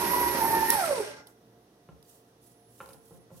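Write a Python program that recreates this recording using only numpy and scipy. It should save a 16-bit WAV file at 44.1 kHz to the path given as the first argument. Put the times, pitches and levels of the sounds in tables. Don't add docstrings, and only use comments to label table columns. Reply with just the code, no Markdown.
import sys
import numpy as np
from scipy import signal
from scipy.fft import rfft, irfft, next_fast_len
from scipy.io import wavfile
from scipy.ndimage import uniform_filter1d

SR = 44100
rng = np.random.default_rng(int(sys.argv[2]) if len(sys.argv) > 2 else 0)


def voltage_ratio(decibels):
    exponent = np.asarray(decibels, float) / 20
    return 10 ** exponent


def to_wav(s):
    ch = np.atleast_2d(s).T
    pcm = np.round(np.clip(ch, -1, 1) * 32767)
    wavfile.write(sys.argv[1], SR, pcm.astype(np.int16))


N = 149940
TIME_S = np.arange(N) / SR
BIN_HZ = np.arange(N // 2 + 1) * SR / N
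OFF_S = 0.7035


def rms_one(x):
    return x / np.sqrt(np.mean(x ** 2) + 1e-20)


def in_time(rows):
    s, *columns = np.transpose(rows)
    return [np.interp(TIME_S, s, column) for column in columns]


def at_hz(points, hz):
    point_hz, value = np.array(points).T
    return np.interp(np.log(hz + 1), np.log(point_hz), value)


def drift(rate_hz):
    r = np.exp(-40 * np.pi * rate_hz / SR)
    slow = signal.lfilter([1], [1, -2 * r, r * r], rng.standard_normal(N // 20 + 2002))[2000:]
    return np.interp(np.arange(N) / 20, np.arange(len(slow)), rms_one(slow))


def sine(hz):
    return np.sqrt(2) * np.sin(2 * np.pi * np.cumsum(hz + np.zeros(N)) / SR)


def ring(clicks, hz, t60):
    r, w = voltage_ratio(-60 / (t60 * SR)), 2 * np.pi * hz / SR
    return signal.lfilter([0, np.sin(w)], [1, -2 * r * np.cos(w), r * r], clicks + 1e-18)


# pitch_hz, likeness [0 to 1]
LIKENESS = [(200, 0.99), (500, 0.97), (1200, 0), (15000, 0.15)]
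# pitch_hz, left_minus_right_db
NEAR_SIDE = [(60, -7), (150, 0.5), (380, -5.5), (950, -6), (2380, 1.5), (5980, -1.5), (15000, -19)]
FAR_SIDE = [(60, 4), (380, -4), (2380, 0.5), (15000, -7.5)]


def ports(x, side, diffuse=None, lagged=True):
    lag_s = 0.00014 * lagged
    half = voltage_ratio(at_hz(side, BIN_HZ) / 2) * np.exp(-1j * np.pi * BIN_HZ * lag_s)
    shared, unlike = rfft(x), 0
    if diffuse is not None:
        alike = np.clip(at_hz(LIKENESS, BIN_HZ), 0, 1)
        shared = np.sqrt(1 + alike) * shared
        unlike = np.sqrt(1 - alike) * rfft(diffuse)
    out = irfft([(shared + unlike) * half, (shared - unlike) / half], N)
    return out / np.sqrt(np.mean(out.mean(0) ** 2) / np.mean(x ** 2))


def noise(spectrum, side):
    inside = (BIN_HZ > spectrum[0][0]) * (BIN_HZ < spectrum[-1][0])
    shape = voltage_ratio(at_hz(spectrum, BIN_HZ)) * inside
    mid, other = irfft(shape * rfft(rng.standard_normal((2, N))), N)
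    return ports(mid, side, other) / np.std(mid)


def band(hz, width_hz):
    sos = signal.butter(2, [hz - width_hz / 2, hz + width_hz / 2], "band", fs=SR, output="sos")
    return rms_one(signal.sosfilt(sos, rng.standard_normal(N)))


def stroke(start, rise, hold, fall, db):
    corners_s = np.cumsum([start, rise, hold, fall])
    return voltage_ratio(np.interp(TIME_S, corners_s, [db - 14, db, db, db - 33], left=-150, right=-150))


# time_s, pitch_hz, level_db, second_partial_db
MESH = [(0, 942, -37.5, -41), (.02, 959.5, -27.5, -50), (.09, 947.4, -40, -42.5), (.135, 991.4, -26, -40.5),
        (.165, 968, -33.5, -44), (.216, 984, -30, -40.5), (.262, 949, -30.5, -40.5),
        (.3, 976.6, -37, -43.5), (.385, 944, -29.5, -41), (.43, 900, -27.5, -39),
        (.47, 906.6, -28.5, -47.5), (.5, 905, -34.5, -37.5), (.53, 906.1, -27.5, -40),
        (.585, 897.7, -31, -33), (.606, 880, -39.5, -39), (.63, 882, -23, -34.5), (.658, 905, -41, -42.5),
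        (.685, 914.7, -38.5, -33.5)]
COAST = [(.72, 931.4, -31.5, -36), (.746, 893.6, -30.5, -44.5), (.795, 788, -28.5, -42),
         (.843, 668, -32, -34.5), (.87, 652.7, -31.5, -47.5), (.896, 596.2, -32, -49),
         (.922, 556.4, -23.5, -41.5), (.946, 521.2, -41, -40.5), (1.004, 426.7, -30, -45),
         (1.033, 389, -37, -50.5), (1.06, 314.2, -57.5, -48.5), (1.11, 290.2, -59.5, -44.5)]


def gear_whine(mesh_turn):
    _, db, second_db = in_time(MESH + COAST)
    shaft_turn = mesh_turn / 9.3
    wobble = 2 * voltage_ratio(-15 + 2.6 * drift(9.2)) * np.cos(shaft_turn + 0.8 * drift(22))
    rough = 1 + voltage_ratio(-11.5) * drift(90) + wobble
    flutter_db = 2.15
    first = voltage_ratio(db + flutter_db * drift(17)) * np.sin(mesh_turn)
    upper = np.sin(2 * mesh_turn) + voltage_ratio(-17.5) * np.sin(3 * mesh_turn)
    return np.sqrt(2) * rough * (first + voltage_ratio(second_db + flutter_db * drift(30)) * upper)


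# time_s, level_db
SQUEAL = [(0, -52), (.07, -41), (.13, -41.5), (.21, -38), (.26, -41), (.33, -42.5), (.39, -45),
          (.43, -38.5), (.5, -40), (.58, -40.5), (.62, -46.5), (.68, -39.5), (.73, -32.5), (.8, -47),
          (.86, -47.5), (.95, -55.5), (1.05, -69.5)]
# pitch_hz, level_db
SQUEAL_BODY = [(7300, -29), (8300, -17.5), (9500, -13), (10750, -6), (11650, 2), (12500, -7),
               (13300, -28.5)]


def housing_squeal(mesh_hz):
    off = TIME_S > OFF_S
    jitter = np.where(off, 0.04, 0.0055)
    shaky_hz = mesh_hz * (1 + jitter * drift(160))
    partials = 0
    for k in range(9, 19):
        hz = k * mesh_hz
        dulling_db = off * -22 * np.log2(hz / 9800)
        level_db = at_hz(SQUEAL_BODY, hz) + dulling_db + 3 * drift(48)
        partials = partials + voltage_ratio(level_db) * sine(k * shaky_hz)
    return voltage_ratio(in_time(SQUEAL)[0]) * partials


# pitch_hz, level_db
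MOTOR_HUM = [(183.0, -52.5), (242.2, -50), (290.7, -48), (360.7, -42.5), (414.5, -46.5)]


def motor_hum():
    hum = 0
    for hz, db in MOTOR_HUM:
        wave = np.sin(2 * np.pi * hz * TIME_S + 0.87 * drift(16))
        hum = hum + np.sqrt(2) * voltage_ratio(db + 2.5 * drift(37)) * wave
    return hum * np.exp(-np.maximum(TIME_S - OFF_S, 0) / 0.045)


# pitch_hz, width_hz, level_db
CASE = [(554, 31, -48), (857, 43, -44), (1415, 60, -50), (1610, 40, -50), (2051, 60, -52.5),
        (5610, 200, -54.5)]


def housing_resonance(swing_db, power):
    total = 0
    for hz, width_hz, db in CASE:
        loss_db = 9 * (1 - power) * (hz < 1000)
        total = total + voltage_ratio(db - loss_db) * band(hz, width_hz)
    return voltage_ratio(0.6 * swing_db) * total


RUMBLE = [(24, -42.5), (40, -14.5), (200, -9.5), (354, -6.5), (683, -10), (916, -10), (2500, -22.5),
          (3250, -55.5), (5500, -120)]
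GRIND = [(900, -3.5), (1600, -1.5), (2500, -2.5), (3300, -8), (4500, -5), (5800, -4.5), (7300, -14.5),
         (8000, -14)]
HISS = [(7300, -14.5), (8200, -0.5), (10500, 3.5), (13000, 0), (16000, -20.5)]
HISS_SLOW = [(7300, -5.5), (8200, 7.5), (9700, 5), (11800, -3), (13000, -8.5), (16000, -23.5)]


def motor_noise(effort_db, swing_db, power, mesh_turn):
    tooth_pulse = 1 + 0.069 * np.cos(mesh_turn)
    rumble_db = effort_db[0] + 7.5 + 0.5 * swing_db - 10.5 * (1.5 - power) + 2.8 * drift(11)
    grind_db = effort_db + 1.1 * drift(45)
    hiss_db = effort_db[0] + 1 + 2.12 * swing_db + 2 * (1 - power) + 1.2 * drift(26)
    fast = power * noise(HISS, NEAR_SIDE)
    slow = (1 - power) * voltage_ratio(5.5) * noise(HISS_SLOW, NEAR_SIDE)
    rumble = voltage_ratio(rumble_db) * noise(RUMBLE, NEAR_SIDE)
    grind = voltage_ratio(grind_db) * tooth_pulse * noise(GRIND, NEAR_SIDE)
    return rumble + grind + voltage_ratio(hiss_db) * tooth_pulse * (fast + slow)


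# time_s, level_db
EFFORT = [(0, -40), (.69, -41.5), (.73, -38.5), (.9, -43), (1.0, -46), (1.08, -49.5), (1.2, -59),
          (1.26, -76)]


def motor():
    mesh_hz = in_time(MESH + COAST)[0]
    mesh_turn = 2 * np.pi * np.cumsum(mesh_hz * (1 + 0.005 * drift(36.2))) / SR
    power = np.exp(-np.maximum(TIME_S - OFF_S, 0) / 0.21)
    effort_db, = in_time(EFFORT)
    swing_db = effort_db - effort_db[0]
    gears_turn = np.clip((1.14 - TIME_S) / 0.07, 0, 1)
    noise_lives = np.clip((1.33 - TIME_S) / 0.0407, 0, 1)
    tones = gears_turn * (gear_whine(mesh_turn) + housing_squeal(mesh_hz)) + motor_hum()
    tones = tones + noise_lives * housing_resonance(swing_db, power)
    return tones, noise_lives * motor_noise(effort_db, swing_db, power, mesh_turn)


# pitch_hz, level_db [per Hz]
ROOM_LOW = [(18, -52), (30, -44.5), (118, -10), (204, -9), (289, -9.5), (383, -10), (2000, -27.5),
            (2600, -63), (4400, -120)]
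ROOM_HIGH = [(2000, -5.5), (3500, -3), (4800, -5.5), (5900, -3), (7200, -12.5), (10500, -6.5),
             (16000, -15.5)]
# pitch_hz, level_db
FRIDGE = [(59.2, -79), (118.4, -69), (285.3, -78.5), (452.2, -71), (705.2, -74.5), (1943, -85.5)]
# time_s, pitch_hz, level_db
WHISTLE = [(1.33, 12600, -92), (1.44, 15100, -83), (1.58, 13400, -85), (1.72, 12600, -92)]


def room_tone():
    lines = np.zeros(N)
    for hz, db in FRIDGE:
        wave = np.sin(2 * np.pi * hz * TIME_S + rng.uniform(0, 6.55))
        lines += np.sqrt(2) * voltage_ratio(db + 3.5 * drift(7.2)) * wave
    hz, db = in_time(WHISTLE)
    sounding = (TIME_S > WHISTLE[0][0]) * (TIME_S < WHISTLE[-1][0])
    lines += sounding * voltage_ratio(db) * sine(hz) / np.sqrt(2)
    low = voltage_ratio(-63 + 0.47 * drift(2.5)) * noise(ROOM_LOW, FAR_SIDE)
    high = voltage_ratio(-74) * noise(ROOM_HIGH, FAR_SIDE)
    return low + high + ports(lines, FAR_SIDE)


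def kitchen(x):
    t60_s, wall_cut_hz = 0.44, 6800
    size = next_fast_len(N + SR)
    hz = np.arange(size // 2 + 1) * SR / size
    spectrum, out = rfft(x, size), np.zeros((2, N))
    for k, lag_s in enumerate(rng.uniform(0.011, 0.04, 16)):
        bounce = voltage_ratio(-60 * lag_s / t60_s) / (1 + 1j * hz / wall_cut_hz)
        loop = bounce * np.exp(-2j * np.pi * hz * lag_s)
        echoes = irfft(spectrum * loop / (1 - loop), size)[:N]
        out[k % 2] += echoes * (-1) ** (k // 2)
    return out


# time_s, level_db
THUDS = [
    (0.029, -46),
    (0.139, -43),
    (.235, -36),
    (0.359, -42),
    (.585, -41),
    (.69, -43.5),
    (1.915, -52.5),
    (2.83, -56),
]


def thuds():
    s, db = np.transpose(THUDS)
    push = np.zeros(N)
    push[(s * SR).astype(int)] = voltage_ratio(db)
    return ring(uniform_filter1d(push, size=220), 72, 0.23)


# pitch_hz, level_db, t60_s
SNAP = [(10110, 3, 0.0059), (12500, -0.5, 0.0025), (15300, -4.5, 0.0026), (8160, -6.5, .005),
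        (5680, -15, 0.041)]
# pitch_hz, level_db [per Hz]
TICK = [(3000, 0.5), (5200, 7.5), (6500, -11), (10000, 7.5), (16000, -12)]


def switch():
    after_s, click = TIME_S - OFF_S, np.zeros(N)
    click[int(OFF_S * SR)] = voltage_ratio(-8)
    fade = (after_s > 0) * np.exp(-np.abs(after_s) / 0.041)
    rattle = voltage_ratio(-33.5) * fade * noise(TICK, NEAR_SIDE)
    crack = sum(voltage_ratio(db) * ring(click, hz, t60) for hz, db, t60 in SNAP)
    return signal.sosfilt(signal.butter(4, 4800, "high", fs=SR, output="sos"), crack), rattle


# start_s, rise_s, hold_s, fall_s, level_db
RUBS = [
    (2.029, 0.061, 0.067, 0.17, -63.5),
    (2.261, 0.019, 0.031, 0.025, -79.5),
    (2.409, .02, 0.09, 0.092, -67.5),
    (2.686, 0.067, 0.094, .05, -63),
    (2.856, 0.024, 0.084, 0.1, -65.5),
    (3.014, 0.043, 0.12, 0.02, -68),
    (3.304, 0.059, .06, .05, -62),
    (1.275, 0.0091, .02, .08, -65.5),
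]
# pitch_hz, level_db [per Hz]
RUB = [(2500, -11), (4500, -8.5), (6700, -5), (10500, -2), (16000, -7)]
# time_s, peak_db, t60_s
TICKS = [
    (1.2699, -42.5, 0.04),
    (2.027, -44.5, 0.012),
    (2.8596, -43.5, 0.016),
    (2.8888, -47, 0.05),
    (2.9317, -47.5, 0.06),
]
# start_s, rise_s, hold_s, fall_s, level_db
SLIDE = (2.4, .03, .8, .08, -73)


def hands():
    rubs = sum(stroke(*row) for row in RUBS) * voltage_ratio(1.6 * drift(40)) * noise(RUB, FAR_SIDE)
    bursts = 0
    for s, db, t60 in TICKS:
        bursts = bursts + (TIME_S > s) * voltage_ratio(db - 6.5 - 60 * np.abs(TIME_S - s) / t60)
    press_db = 3.3 * np.exp(-((TIME_S - 2.9) / 0.047) ** 2)
    slide = stroke(*SLIDE) * voltage_ratio(1.2 * drift(25) + press_db) * band(10300, 990)
    return rubs + bursts * noise(TICK, NEAR_SIDE) + ports(slide, NEAR_SIDE)


# time_s, peak_db, brightness_db [per octave], favoured_hz
TAPS = [(1.888, -43.5, -0.5, 170), (2.8031, -43.5, 3, 1376), (2.8085, -48.5, 4, 1376),
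        (2.82, -61, -1, 1376), (2.86, -57.5, 2.5, 1376), (2.875, -60, 3.5, 1056), (2.89, -50, 2, 523),
        (2.905, -70, 8.5, 1376), (2.944, -49.5, -0.5, 200), (3.108, -47.5, -6, 400),
        (3.112, -57, -2.5, 520), (3.148, -57.5, -3, 500), (3.177, -70, -9.5, 490), (3.197, -68.5, -3, 500),
        (3.304, -51.5, -1.5, 498), (3.312, -49, -6, 170.3), (3.343, -63, 1.5, 400),
        (3.356, -54.5, -4.5, 202)]
# pitch_hz, level_db, t60_s
BOWL = [(171.2, 0, 0.057), (71.7, -23, 0.075), (363, -2, 0.029), (523, 3, 0.043), (829.5, -1, 0.028),
        (1056, -3.5, 0.032), (1376, -5, 0.033), (1800, -8, 0.0062), (2490, -7.5, 0.00513),
        (2940, -11.5, 0.00703), (3780, -17, 0.00596)]
# time_s, pitch_hz, level_db, t60_s
PING = (2.052, 4648, -62, 0.03)


def taps():
    start_s, peak_db, bright_db, favoured_hz = np.array(TAPS).T
    blows = np.zeros((len(TAPS), N))
    blows[np.arange(len(TAPS)), (start_s * SR).astype(int)] = 1
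    spread_db = rng.normal(0, 1.5, (len(TAPS), len(BOWL)))
    grit = rng.standard_normal(N)
    force = []
    for s in start_s:
        away_s = np.abs(TIME_S - s)
        fade = np.exp(-away_s / 0.0096) + voltage_ratio(-14.5) * np.exp(-away_s / 0.045)
        force.append((TIME_S > s) * fade)
    ping_s, ping_hz, ping_db, ping_t60 = PING
    nail = np.zeros(N)
    nail[int(ping_s * SR)] = 1
    out = voltage_ratio(ping_db) * ring(nail, ping_hz, ping_t60)
    for k, (hz, db, t60) in enumerate(BOWL):
        favour_db = 3.5 * np.exp(-(np.log2(hz / favoured_hz) / 0.6) ** 2)
        tilt_db = bright_db * np.log2(hz / 400)
        gain = voltage_ratio(peak_db + db - 4 + tilt_db + spread_db[:, k] + favour_db)
        scuff = voltage_ratio(-25.5) * np.roll(grit, k * 999) * (gain @ force)
        struck = ring((-1) ** k * gain @ blows + scuff, hz, t60)
        r, w = np.exp(-hz / SR / 0.54), 2 * np.pi * hz / SR
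        out = out + signal.lfilter([2 * (1 - r) * np.sin(w)], [1, -2 * r * np.cos(w), r * r], struck)
    return out


def scene():
    tones, noises = motor()
    snap, rattle = switch()
    mixer, knocks = tones + snap + thuds(), taps()
    direct = ports(mixer, NEAR_SIDE) + ports(knocks, FAR_SIDE, lagged=False)
    echoes = voltage_ratio(-15.5) * kitchen(mixer + voltage_ratio(2.0) * knocks)
    return direct + echoes + noises + rattle + hands() + room_tone()


def low_pass(x):
    return signal.sosfilt(signal.butter(12, 15950, fs=SR, output="sos"), x)


def record(dry):
    thin = signal.sosfilt(signal.butter(3, 55, "high", fs=SR, output="sos"), dry)
    return low_pass(np.clip(thin, -1, 1))


dry = scene()
out = record(dry)
to_wav(out)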